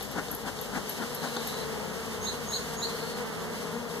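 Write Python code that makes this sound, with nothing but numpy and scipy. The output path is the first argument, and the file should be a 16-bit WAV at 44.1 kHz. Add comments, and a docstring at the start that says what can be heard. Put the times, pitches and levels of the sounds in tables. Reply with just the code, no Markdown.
"""Bees and a smoker at a wall

Honeybees swarm close to a stereo pair, each a wingbeat tone of wandering pitch echoed by the masonry.
A hand smoker puffs air five times, with one faint extra puff; its bellows tick and its tin can knocks.
A small bird calls three times over faint trills, outdoor hiss and the drone of distant traffic."""
import sys
import numpy as np
from scipy import signal
from scipy.fft import rfft, irfft
from scipy.io import wavfile
from scipy.ndimage import map_coordinates

SR = 44100
rng = np.random.default_rng(int(sys.argv[2]) if len(sys.argv) > 2 else 0)


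def transcribe(u):
    """Save the signal u as a 16-bit wav file named by the first command-line argument.

    u: samples, shape (n,) or (channels, n), limited to [-1, 1]; the rate is SR.
    q: integer samples, one column per channel.
    """
    v = np.clip(np.atleast_2d(u).T, -1, 1)
    q = np.round(v * 32767).astype(np.int16)
    wavfile.write(sys.argv[1], SR, q)


N = 176400
T = np.arange(N) / SR


def undb(db):
    """Decibels to gain."""
    return 10 ** (np.asarray(db) / 20)


def unit(x):
    """Scale to rms 1."""
    return x / np.sqrt(np.mean(x ** 2))


def curve(rows, column=1):
    """One column of a table, joined by straight lines in time."""
    rows = np.array(rows)
    return np.interp(T, rows[:, 0], rows[:, column])


def shape(hz, points):
    """Gain of a (frequency [Hz], level [dB]) table at these frequencies."""
    knot_hz, db = np.array(points).T
    return undb(np.interp(np.log(hz + 1e-9), np.log(knot_hz), db))


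def walk(rate):
    """Smooth random drift with spread near 1, through `rate` values a second."""
    knots = rng.standard_normal(4096)
    steps = np.arange(0, N + 32, 32)
    drift = map_coordinates(knots, [steps / SR * rate + 8], mode="mirror")
    return np.interp(np.arange(N), steps, drift)


def sine(hz):
    """A sine of peak 1 that follows a moving pitch."""
    return np.sin(2 * np.pi * np.cumsum(hz) / SR)


def gate(start, end, fade_s):
    """Fade in from start and out toward end."""
    return np.clip(np.minimum(T - start, end - T) / fade_s, 0, 1)


def highpass(x, hz):
    """Roll off the sound below hz."""
    return signal.sosfilt(signal.butter(2, hz, "high", fs=SR, output="sos"), x)


def pan(x, left_db):
    """Place a sound by its left-right level difference."""
    return x * undb(np.array([[left_db], [-left_db]]) / 2)


def air(spectrum, shared):
    """Coloured stereo noise, with a share of its power common to both microphones."""
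    hz = np.fft.rfftfreq(N, 1 / SR)
    noise = rfft(rng.standard_normal((3, N)))
    both = np.sqrt(shared) * noise[0] + np.sqrt(1 - shared) * noise[1:]
    rolloff = np.minimum(hz / spectrum[0][0], 1) ** 2 / np.maximum(hz / spectrum[-1][0], 1) ** 2
    return unit(irfft(both * shape(hz, spectrum) * rolloff, N))


def yard(x, wall_db, t60_s=.26):
    """The direct sound plus dense reflections from the walls, starting 4 ms later."""
    t = T[:SR // 2]
    tail = rng.standard_normal((2, len(t))) * undb(-60 * t / t60_s) * (t > .004)
    tail /= np.sqrt(np.sum(tail ** 2, axis=1, keepdims=True))
    return x + undb(wall_db) * signal.fftconvolve(x[None], tail, axes=1)[:, :N]


def bee(hz, harmonics=56, flutter=.013):
    """One bee: a sharp wing stroke repeated at a slightly fluttering rate."""
    # spectrum of a wingbeat (frequency [Hz], relative level [dB])
    wing = [(150, 2.5), (230, -2.5), (335, -3), (400, 1.5), (470, 5), (540, 1.5), (640, -9.5), (950, -3),
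            (1400, -6.5), (2000, -10.5), (3800, -22), (7000, -29), (14000, -38)]
    harmonic_hz = np.arange(1, harmonics + 1) * np.mean(hz)
    stroke = shape(harmonic_hz, wing) * np.exp(1j * rng.normal(0, 1.175, harmonics))
    cycle = unit(irfft(np.append(0, stroke), 8192))
    beats = np.cumsum(hz * (1 + flutter * walk(35))) / SR + rng.random()
    return cycle[(beats % 1 * len(cycle)).astype(int)]


def swarm(count=22, wingbeat_hz=229.7, spread=.068, wander=.032, swell_db=4):
    """Many bees at a gap in the wall, each with its own pitch, veering nearer and farther."""
    # loudness of the whole swarm (time [s], level [dB])
    level = [(0, -52), (.5, -46), (.9, -42), (1.35, -39.5), (1.7, -38), (2.1, -37.5), (3.3, -38),
             (4, -40.5)]
    bees = 0
    for rank in np.linspace(-1, 1, count):
        hz = wingbeat_hz * (1 + spread * (rank + rank ** 3) + wander * walk(7))
        buzz = bee(hz) * undb(swell_db * walk(3.044))
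        bees += pan(buzz, left_db=9 * rng.standard_normal())
    mid = bees.mean(axis=0)
    echoed = bees - mid + yard(mid, wall_db=-16)
    return unit(pan(echoed, left_db=2.5)) * undb(curve(level))


def draught(hz):
    """Close to the microphone, the air pushed by a bee's wings adds to its fundamental."""
    return np.sqrt(2) * sine(hz)


def passing_bees(sag=.012, wander=.012):
    """Single bees dart past the microphone, swelling as their pitch sags."""
    # fly-bys (time when nearest [s], half length [s], wingbeat [Hz], buzz [dB], draught [dB])
    passes = [(.3, 0.104, 234, -49, -57), (1.123, 0.065, 238.6, -44, -62), (1.381, 0.053, 230, -40, -46.5),
              (1.548, 0.032, 228, -45.5, -55), (2.07, 0.094, 228.2, -42, -57),
              (2.336, 0.03, 245.2, -44, -49), (2.724, 0.07, 236.5, -46, -61),
              (2.872, 0.09, 229.2, -44, -51.5), (3.053, .06, 228.2, -39.5, -53),
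              (3.209, 0.031, 239, -38.5, -52), (3.762, 0.051, 233, -40, -43),
              (3.929, 0.085, 232, -41.5, -52)]
    bees = 0
    for at, half, beat_hz, buzz_db, draught_db in passes:
        along = (T - at) / half
        near = 1 / (1 + along ** 2)
        hz = beat_hz * (1 - sag * along * np.sqrt(near) + wander * walk(18))
        bees += near * undb(buzz_db) * bee(hz) + near ** 2 * undb(draught_db) * draught(hz)
    return pan(yard(bees, wall_db=-12.5), left_db=3)


def hovering_bee():
    """One bee with a slower wingbeat hangs near the microphone."""
    # its flight (time [s], wingbeat [Hz], relative level [dB])
    hover = [(0, 200, -49), (.7, 196.7, -56.5), (1.5, 183.4, -52), (2.1, 184, -49.5), (3.2, 199, -48),
             (4, 213.4, -47)]
    hz = curve(hover) * (1 + .02 * walk(18))
    buzz = undb(-3.5) * bee(hz) + undb(-5) * draught(hz)
    buzz *= undb(curve(hover, column=2) + 3.4 * walk(14))
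    return pan(yard(buzz, wall_db=-7.5), left_db=3.8)


def smoker_puffs():
    """Left of the pair, each squeeze drives a turbulent swell of air through the can."""
    # squeezes of the bellows (peak time [s], rise [s], fall [s], level [dB])
    puffs = [(0.188, 0.034, 0.023, -30), (.335, 0.038, 0.015, -39.5), (0.481, 0.027, 0.019, -32),
             (.765, 0.03, 0.03, -30), (1.026, 0.031, 0.017, -31), (1.25, 0.027, 0.039, -31.5)]
    # spectrum of the rushing air (frequency [Hz], relative level [dB])
    rush = [(90, -28), (135, -8), (170, 4), (250, 6), (330, 0), (400, -5), (560, -4), (850, -.5),
            (1200, -5), (1500, -0.5), (2000, -9.5), (3000, -21.5), (6500, -23), (14000, -38)]
    flow = 0
    for at, rise, fall, db in puffs:
        width = np.where(T < at, rise, fall)
        flow += undb(db) * np.exp(-(np.abs(T - at) / width) ** 1.5)
    return pan(air(rush, shared=.81) * flow * undb(1.3 * walk(150)), left_db=6.5)


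def bellows_ticks(count=3, slip_s=.0023, fade_s=.01, squeak_hz=11530, fall_hz=1300, jitter_hz=410):
    """Each tick is a few quick slips, each a very high falling squeak with a little dry crackle."""
    # thin ratcheting ticks (time [s], relative level [dB])
    ticks = [(0.026, -33), (.1141, -39), (0.3132, -28), (0.348, -30), (0.612, -32.5), (0.8937, -26.5),
             (1.147, -30), (1.4726, -29.5)]
    push, fall = 0, 0
    for at, db in ticks:
        slips = np.clip((T - at) / slip_s, 0, count)
        push += undb(db) * np.abs(np.sin(np.pi * slips)) * np.exp(-slips * slip_s / fade_s)
        fall += slips % 1
    squeak = sine(squeak_hz + fall_hz * (.5 - fall) + jitter_hz * walk(2500))
    crackle = unit(highpass(rng.standard_normal(N), 8000))
    ticking = (undb(3) * squeak + undb(-4) * crackle) * push
    return pan(yard(ticking, wall_db=-6.5), left_db=2.5)


def can_knocks():
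    """Light blows ring the smoker's damped tin can."""
    # blows on the can (time [s], relative level [dB])
    knocks = [(.01, -28.5), (0.284, -30.5), (.59, -30), (1.3652, -25), (1.3686, -21), (1.544, -31)]
    # modes of the can (frequency [Hz], relative level [dB], t60 [s])
    modes = [(226, -23, 0.1), (476, -8, 0.11), (800, -10, 0.037), (1080, -8, .02), (1440, -5, 0.0082),
             (3720, -3, 0.0083), (4300, -7, 0.011), (6300, -8, .005)]
    t, blows = T[:SR // 4], np.zeros(N)
    for at, db in knocks:
        blows[int(at * SR)] += undb(db)
    ring = sum(undb(db - 60 * t / t60) * np.sin(2 * np.pi * hz * t) for hz, db, t60 in modes)
    knocking = signal.fftconvolve(blows, highpass(ring, 200))[:N]
    return pan(yard(knocking, wall_db=-3), left_db=3.2)


def bird_note(at, length, hz, scoop, glide_s, rough, overtone_db):
    """A bird's tone that scoops up cleanly to its pitch, swells, then roughens and fades."""
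    age = np.maximum(T - at, 0)
    progress = np.minimum(age / length, 1)
    rasp = rough * np.minimum(2 * progress, 1) * walk(700)
    pitch = hz * (1 - scoop * np.exp(-age / glide_s) + rasp)
    swell = np.maximum(np.sin(np.pi * progress), 0)
    phase = 2 * np.pi * np.cumsum(pitch) / SR
    overtones = np.sin(2 * phase) + np.sin(3 * phase) * (3 * hz < SR / 2)
    return np.sqrt(2) * swell * (np.sin(phase) + undb(overtone_db) * overtones)


def bird():
    """Across the yard to the right, each call is a thin whistle joined by a lower, raspy chirp."""
    # calls (time [s], whistle length [s], whistle pitch [Hz], relative whistle level [dB],
    #        chirp delay [s], chirp pitch [Hz], relative chirp level [dB])
    calls = [(2.201, 0.11, 6564, -39, 0.049, 4105, -33.5), (2.455, 0.15, 6640, -37.5, 0.061, 4316, -31.5),
             (2.749, 0.11, 6760, -40, 0.063, 4310, -32)]
    song = 0
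    for at, length, hz, db, delay, chirp_hz, chirp_db in calls:
        whistle = bird_note(at, length, hz, scoop=.1, glide_s=.015, rough=.01, overtone_db=-45)
        chirp = bird_note(at + delay, .056, chirp_hz, scoop=.2, glide_s=.013, rough=.051,
                          overtone_db=-18.5)
        song += undb(db) * whistle + undb(chirp_db) * chirp
    return pan(yard(song * undb(-2.5), wall_db=1), left_db=-3)


def far_trills(pulse_hz=110, rough=.0534):
    """A faint rough trill, perhaps a far bird, pulses near 4 kHz."""
    # rattling trills (start [s], end [s], first pitch [Hz], last pitch [Hz], relative level [dB])
    trills = [(1.151, 1.462, 4120, 3894, -49.5), (1.462, 1.636, 3850, 4084, -47),
              (2.868, 3.19, 4250, 4390, -50.5)]
    pulse = 1 + sine(pulse_hz * (1 + .0884 * walk(30)))
    tones = 0
    for start, end, first, last, db in trills:
        hz = np.interp(T, [start, end], [first, last]) * (1 + rough * walk(1500))
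        tones += undb(db) * sine(hz) * gate(start, end, fade_s=.019)
    return yard(tones * pulse, wall_db=-1)


def traffic():
    """Distant traffic rumbles to the left, with one motor rising in pitch."""
    # hum of the motor (time [s], pitch [Hz], level [dB])
    motor = [(0, 142, -60), (1.25, 153, -53.5), (1.7, 151, -50.5), (2.3, 154, -58), (2.6, 156, -49.5),
             (3.1, 159, -52.5), (3.6, 166, -48), (4, 167, -51.5)]
    # spectrum of the traffic (frequency [Hz], relative level [dB])
    road = [(25, -16), (40, -13), (60, -5.5), (85, -2), (130, -3), (190, -1.5), (260, 0), (330, -5),
            (600, -0.5), (1200, -5), (2000, -14), (3000, -44)]
    hum = np.sqrt(2) * sine(curve(motor) * (1 + .0083 * walk(14)))
    hum *= undb(curve(motor, column=2) + 1.9 * walk(13))
    rumble = air(road, shared=.25) * undb(-42 + .32 * walk(4.68))
    return pan(rumble + hum, left_db=4.5)


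def outdoor_hiss(flicker_db=1.45):
    """A soft hiss lies across both microphones, its level flickering."""
    # colour of the hiss (frequency [Hz], relative level [dB])
    spectrum = [(1200, -6), (2200, 2), (3000, 1), (4100, 0.5), (6600, -2.5), (9300, -5.5), (14300, -7.5)]
    # loudness of the hiss (time [s], level [dB])
    level = [(0, -40.5), (.08, -43.5), (.42, -43.5), (.9, -41), (1.1, -41), (1.55, -40), (1.8, -43),
             (3.1, -42), (3.4, -44), (4, -45)]
    hiss = air(spectrum, shared=.5) * undb(curve(level) + flicker_db * walk(40))
    return pan(hiss, left_db=.47)


def far_engines():
    """Distant engines hum low and sag in pitch as they slow down."""
    # engine notes (start [s], end [s], first pitch [Hz], last pitch [Hz], level [dB])
    notes = [(-.2, .9, 64.7, 51, -57.5), (1.55, 3.006, 73.9, 56.6, -57.5), (2.0, 2.6, 97.9, 95.7, -57)]
    hum = 0
    for start, end, first, last, db in notes:
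        hz = np.interp(T, [start, end], [first, last]) * (1 + .016 * walk(17))
        hum += undb(db) * gate(start, end, fade_s=.12) * sine(hz)
    return pan(hum * np.sqrt(2), left_db=3.4)


def scene():
    """Bees and smoker close by, the bird farther off, traffic and hiss behind."""
    bees = swarm() + passing_bees() + hovering_bee()
    smoker = smoker_puffs() + bellows_ticks() + can_knocks()
    return bees + smoker + bird() + far_trills() + traffic() + outdoor_hiss() + far_engines()


def record(dry, in_phase_hz=1110, opposed_hz=2475, top_hz=14250):
    """A close microphone pair: the right side's treble lags, in and out of phase; the top is cut."""
    # stereo width of the pair (frequency [Hz], gain of the side signal [dB])
    width = [(220, 3), (450, -0.5), (750, -3), (1150, -8), (1850, 1.5), (2250, -5), (2470, -32),
             (2720, -1.5), (3100, 3.5), (3800, -2.5), (4600, 1.5)]
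    # balance of the pair (frequency [Hz], left over right [dB])
    balance = [(60, 0), (180, -1.5), (370, 4.5), (700, 2), (1250, -2), (2300, 0), (14000, 1.5)]
    hz = np.fft.rfftfreq(N, 1 / SR)
    left, right = rfft(dry)
    mid = (left + right) / 2
    side = (left - right) / 2 * shape(hz, width)
    turn = np.pi * np.maximum(hz - in_phase_hz, 0) / (opposed_hz - in_phase_hz)
    lag = np.exp(-1j * (turn - .42 * np.sin(2 * turn)))  # lingers near in phase and near opposed
    gains = shape(hz, balance) ** np.array([[.5], [-.5]])
    heard = irfft(np.array([mid + side, (mid - side) * lag]) * gains, N)
    return signal.sosfilt(signal.ellip(10, .2, 80, top_hz, fs=SR, output="sos"), heard)


dry = scene()
out = record(dry)
transcribe(out)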